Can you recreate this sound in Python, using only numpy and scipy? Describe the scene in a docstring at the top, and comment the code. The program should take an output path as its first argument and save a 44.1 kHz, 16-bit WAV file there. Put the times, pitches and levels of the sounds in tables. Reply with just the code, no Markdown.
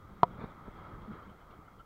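"""Angler on a windy shore

Shallow surf washes over rocks in steady wind, heard muffled through the waterproof case of a
body-worn camera. Both are shaped noise, and the air resonances of the case colour the surf.
The angler shifts the rod: one impact rings the gear, a sleeve brushes past, and handling adds
soft bumps, thin scratches and squeaks, a low stick-slip creak and faint ticks that ring the case."""
import sys
import numpy as np
from scipy import signal
from scipy.fft import rfft, irfft, next_fast_len
from scipy.io import wavfile
from scipy.ndimage import uniform_filter1d, map_coordinates

SR = 44100
rng = np.random.default_rng(int(sys.argv[2]) if len(sys.argv) > 2 else 0)


def transcribe(signal):
    """Save signal, clipped to [-1, 1], as a 16-bit WAV file at the path in sys.argv[1]."""
    frames = np.atleast_2d(signal).T
    limited = np.clip(frames, -1, 1)
    pcm = np.round(limited * 32767).astype(np.int16)
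    wavfile.write(sys.argv[1], SR, pcm)


N = 81585
TIME_S = np.arange(N) / SR


def amp(db):
    """Decibels to amplitude ratio."""
    return 10 ** (np.asarray(db) / 20)

def unit_rms(x):
    """Normalisation to rms 1."""
    return x / np.sqrt(np.mean(x ** 2) + 1e-20)

def spectrum_db(points, hz):
    """Interpolation of a spectrum on a log frequency axis."""
    frequency_hz, gain_db = np.transpose(points)
    return np.interp(np.log(hz + 1), np.log(frequency_hz + 1), gain_db)

def contour_db(points):
    """Linear interpolation of a level over time."""
    return np.interp(TIME_S, *np.transpose(points))

def wobble(rate_hz):
    """Smooth random modulation: a spline through rate_hz knots a second."""
    return map_coordinates(rng.standard_normal(4096), [TIME_S * rate_hz], mode="wrap")

def filtered(x, response):
    """Linear filtering: the spectrum times a frequency response."""
    size = 2 * next_fast_len(N)
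    return irfft(rfft(x, size) * response(np.fft.rfftfreq(size, 1 / SR)), size)[:N]

def minimum_phase(gain):
    """The causal response with this gain, by folding the cepstrum."""
    cepstrum = irfft(np.log(np.maximum(gain, 1e-6)))
    half = len(cepstrum) // 2
    cepstrum[1:half] *= 2
    cepstrum[half + 1:] = 0
    return np.exp(rfft(cepstrum))

def impulse(start_s):
    """A band-limited unit impulse."""
    offset = (TIME_S - start_s) * SR
    return np.sinc(offset) * (np.abs(offset) < 16)

def shaped_noise(shape_db, patchy_db):
    """Coloured noise of rms 1, its gain varying in random patches of time and frequency."""
    cells = signal.stft(rng.standard_normal(N), nperseg=512)[2]
    patches = uniform_filter1d(rng.standard_normal(cells.shape), size=4, axis=0)
    patches = uniform_filter1d(patches, size=8, axis=1)
    noise = signal.istft(cells * amp(patchy_db * unit_rms(patches)), nperseg=512)[1][:N]
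    return unit_rms(filtered(noise, lambda hz: amp(shape_db(hz))))

def swell(start_s, length_s):
    """A half-sine envelope."""
    return np.sin(np.pi * np.clip((TIME_S - start_s) / length_s, 0, 1))

def phase(hz, jitter, rate_hz):
    """Phase as the integral of a frequency that wanders by the fraction jitter."""
    return 2 * np.pi * np.cumsum(hz * (1 + jitter * wobble(rate_hz))) / SR

def wavering_tones(rows, jitter, rate_hz):
    """Frequency-modulated sines, each under a half-sine envelope."""
    return sum(amp(db) * swell(start_s, length_s) * np.sin(phase(hz, jitter, rate_hz))
               for start_s, length_s, db, hz in rows)


# strength of the surf: time_s, level_db
SURF_LEVELS = [(0, -60.5), (.15, -57.5), (.35, -54.5), (.5, -55.5), (.57, -56), (.7, -54.5), (.8, -52),
               (1.0, -55), (1.15, -53), (1.27, -54.5), (1.38, -59), (1.48, -57.5), (1.53, -55),
               (1.6, -60.5), (1.85, -60.5)]
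# surf through the case wall: frequency_hz, gain_db
SURF_SPECTRUM = [(100, -26), (300, -0.5), (500, -2.5), (750, -4), (1000, -2.5), (1350, -4), (1550, -10),
                 (1800, -14.5), (2200, -16.5), (2600, -25.5), (3800, -25.5), (5000, -36), (6200, -56.5),
                 (9000, -80)]
# air resonances of the case: centre_hz, width_hz, lift_db
CASE_RESONANCES = [(1267, 202, 8.5), (2110, 260, 6), (3260, 206, 8.5)]

def surf():
    """Cavity resonance: the air in the case lifts three bands of the broad noise of foam and wash."""
    def shape_db(hz):
        lift_db = sum(db / (1 + (2 * (hz - centre_hz) / width_hz) ** 2)
                      for centre_hz, width_hz, db in CASE_RESONANCES)
        return spectrum_db(SURF_SPECTRUM, hz) + lift_db
    envelope = amp(contour_db(SURF_LEVELS) + 0.58 * wobble(30.2))
    return envelope * shaped_noise(shape_db, patchy_db=1.5)

# strength of the wind: time_s, level_db
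WIND_LEVELS = [(0, -60.5), (.1, -56.5), (.22, -57), (.3, -51.5), (.42, -50.5), (.53, -58), (.75, -54),
               (.9, -51.5), (1.1, -49), (1.25, -56), (1.42, -61), (1.6, -60.5), (1.85, -62.5)]
# gusting rumble: frequency_hz, gain_db
RUMBLE_SPECTRUM = [(15, -9.5), (35, 1.5), (60, -2), (130, -1.5), (190, -4), (280, -9), (450, -15.5),
                   (900, -49.5), (3000, -77.5)]

def wind_rumble():
    """Turbulence: gusts press unevenly on the case and make a lumpy rumble."""
    envelope = amp(contour_db(WIND_LEVELS) + 1.2 * wobble(22.17))
    return envelope * shaped_noise(lambda hz: spectrum_db(RUMBLE_SPECTRUM, hz), patchy_db=1.34)

# deep push of the wind: frequency_hz, gain_db
BUFFET_SPECTRUM = [(12, -8), (32, -3.5), (60, -5), (110, -7), (250, -30.5), (600, -51.5)]

def wind_buffet():
    """Stationary noise: the steady part of the wind lays a deep, even floor."""
    return amp(-61) * shaped_noise(lambda hz: spectrum_db(BUFFET_SPECTRUM, hz), patchy_db=0.8)

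# soft handling contacts: start_s, peak_db, corner_hz
BUMPS = [(0.05, -44.5, 116), (.389, -36, 164), (0.4404, -30.5, 560), (0.4447, -31.5, 540), (.577, -43, 170),
         (0.6812, -35.5, 298), (0.6859, -38.5, 295), (1.1194, -39, 229), (1.59, -45.5, 150)]

def bumps(low_cut_hz=70, cloth_hz=1400):
    """Cushioned impact: cloth takes the treble from each contact, leaving a dull push with no ring."""
    def lowpass(hz, corner_hz):
        return 1 / (1 - (hz / corner_hz) ** 2 + 1.2j * hz / corner_hz)
    def cushion(hz):
        return 1j * hz / (low_cut_hz + 1j * hz) * lowpass(hz, cloth_hz)
    out = np.zeros(N)
    for start_s, peak_db, corner_hz in BUMPS:
        push = filtered(impulse(start_s), lambda hz: cushion(hz) * lowpass(hz, corner_hz))
        out += amp(peak_db) * push / np.abs(push).max()
    return out

# low tones in the wind: start_s, length_s, level_db, pitch_hz
HUMS = [(0.081, 0.097, -54, 199.1), (0.164, 0.19, -51.5, 181), (1.231, 0.12, -54.5, 191.7)]

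def wind_hums():
    """Frequency modulation: faint hums waver in pitch as they come and go."""
    return wavering_tones(HUMS, jitter=0.024, rate_hz=60)

# colour of the blow: frequency_hz, gain_db
KNOCK_SPECTRUM = [(30, -31), (80, -15), (170, -10), (300, -11.5), (560, -12.5), (720, -1), (830, -4.5),
                  (980, 0), (1120, -0.5), (1220, -12), (1350, -7), (1520, -28), (2100, -38), (2650, -51),
                  (3250, -41), (4000, -37), (4900, -49.5), (5600, -63), (9000, -74.5)]
# modes of the gear: pitch_hz, level_db, t60_s
GEAR_MODES = [(278, -47, 0.017), (512, -40.5, 0.16), (690, -25, .04), (950, -31, .065), (1346, -40, .075),
              (1865, -42, 0.028), (2132, -29.5, 0.013), (2340, -33, 0.018), (2650, -45, 0.019),
              (3176, -31.5, .014), (3323, -29.5, 0.013), (3720, -41, .012), (4100, -33.5, 0.01),
              (4470, -36, 0.015), (4930, -41.5, .018)]

def gear_knock(start_s=0.2317, blow_gain_db=28, round_trip_s=0.00362, attack_s=0.00082):
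    """Reflection and modal decay: a shock runs along the rod, returns inverted, and the gear rings."""
    def response(hz):
        returned = 0.44 / (1 + (hz / 3000) ** 2)  # each trip dulls the shock
        rod_echoes = 1 / (1 + returned * np.exp(-2j * np.pi * hz * round_trip_s))
        wall = 1340 ** 2 - hz ** 2 + 1j * hz * 750
        wall_delay = np.conj(wall) / wall  # all-pass: the case wall delays the band near 1340 Hz
        return minimum_phase(amp(spectrum_db(KNOCK_SPECTRUM, hz))) * rod_echoes * wall_delay
    blow = amp(blow_gain_db) * filtered(impulse(start_s), response)
    age_s = np.maximum(TIME_S - start_s, 0)
    ring = sum(amp(db - 60 * age_s / t60_s) * np.sin(2 * np.pi * hz * age_s)
               for hz, db, t60_s in GEAR_MODES)
    return ring * (1 - np.exp(-age_s / attack_s)) - blow

# strokes of the sleeve: peak_s, rise_s, fall_s, level_db
SLEEVE_STROKES = [(0.423, 0.036, 0.04, -43), (.492, 0.022, 0.026, -54.5), (0.673, .022, 0.011, -53),
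                  (1.515, 0.022, 0.039, -60.5)]
# rubbing cloth: frequency_hz, gain_db
SLEEVE_SPECTRUM = [(60, 1.5), (200, 5), (350, -2.5), (500, -2.5), (720, -5.5), (950, -3.5), (1300, -6.5),
                   (1550, -10.5), (1950, -21), (2350, -12.5), (2900, -50), (3500, -20.5), (4300, -33),
                   (5500, -42), (9000, -69)]

def sleeve():
    """Sliding friction: jacket cloth brushes the case in fluttering swells of noise."""
    envelope = np.zeros(N)
    for peak_s, rise_s, fall_s, db in SLEEVE_STROKES:
        width_s = np.where(TIME_S < peak_s, rise_s, fall_s)
        envelope += amp(db) * np.exp(-((TIME_S - peak_s) / width_s) ** 2)
    flutter = amp(1.4 * wobble(270))
    return envelope * flutter * shaped_noise(lambda hz: spectrum_db(SLEEVE_SPECTRUM, hz), patchy_db=0)

# grazes on the reel: start_s, length_s, level_db
SCRATCHES = [(1.017, 0.01, -64), (1.498, 0.029, -70), (1.78, 0.033, -71)]
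# colour of a graze: frequency_hz, gain_db
SCRATCH_SPECTRUM = [(1500, -28), (2600, -12), (3150, 6), (3700, -8), (4500, -11.5), (5500, -27),
                    (8000, -50)]

def reel_scratches():
    """Friction noise: fingers graze the reel in brief, thin bursts."""
    envelope = sum(amp(db) * swell(start_s, length_s) for start_s, length_s, db in SCRATCHES)
    return envelope * shaped_noise(lambda hz: spectrum_db(SCRATCH_SPECTRUM, hz), patchy_db=4.5)

def grip_creak(start_s=1.076, length_s=0.045, pitch_hz=203.3, level_db=-41, octave_db=-16):
    """Stick-slip oscillation: the grip catches and lets go for a few low cycles."""
    angle = phase(pitch_hz, jitter=0.06, rate_hz=150)
    envelope = amp(level_db) * np.abs(swell(start_s, length_s)) ** 0.5
    return envelope * (np.sin(angle) + amp(octave_db) * np.sin(2 * angle))

# light touches on the case: start_s, length_s, level_db, pitch_hz
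TICKS = [(1.225, 0.017, -49, 1270), (1.537, .011, -49.5, 1248), (1.679, 0.0092, -50, 1356),
         (1.788, 0.036, -49.5, 1350)]

def case_ticks(upper_hz=3090, upper_db=-22):
    """Resonance: each light touch briefly excites two modes of the case."""
    def mode(hz):
        return np.sin(phase(hz, jitter=0.0343, rate_hz=400))
    return sum(amp(db) * swell(start_s, length_s) * (mode(hz) + amp(upper_db) * mode(upper_hz))
               for start_s, length_s, db, hz in TICKS)

# faint thin squeaks: start_s, length_s, level_db, pitch_hz
SQUEAKS = [(1.28, .035, -69.5, 3060), (1.396, .04, -74.5, 3040), (1.655, 0.027, -74, 3005)]

def squeaks():
    """Narrow-band vibration: very little pitch jitter leaves each squeak a nearly pure tone."""
    return wavering_tones(SQUEAKS, jitter=0.0074, rate_hz=150)

def through_case_wall(x, cutoff_hz=5140):
    """Transmission loss: the wall acts as a sixth-order low-pass filter."""
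    return filtered(x, lambda hz: minimum_phase(1 / np.sqrt(1 + (hz / cutoff_hz) ** 12)))

def scene():
    """Superposition: handling, surf and wind add at one microphone."""
    handling = through_case_wall(bumps() + gear_knock() + sleeve())
    handling += grip_creak() + case_ticks() + squeaks() + reel_scratches()
    return (handling + surf() + wind_rumble() + wind_hums() + wind_buffet())[None]

# microphone hiss: frequency_hz, gain_db
HISS_SPECTRUM = [(100, 3.3), (6000, 2.5), (10500, -4.1), (15500, 2.5)]

def record(dry):
    """Self-noise and band limiting: the camera adds hiss and keeps nothing above its top frequency."""
    hiss_db, top_hz = -79, 15780
    hiss = filtered(rng.standard_normal(N), lambda hz: amp(spectrum_db(HISS_SPECTRUM, hz)) * (hz < top_hz))
    return filtered(dry[0] + amp(hiss_db) * unit_rms(hiss), lambda hz: hz < top_hz)[None]


dry = scene()
out = record(dry)
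transcribe(out)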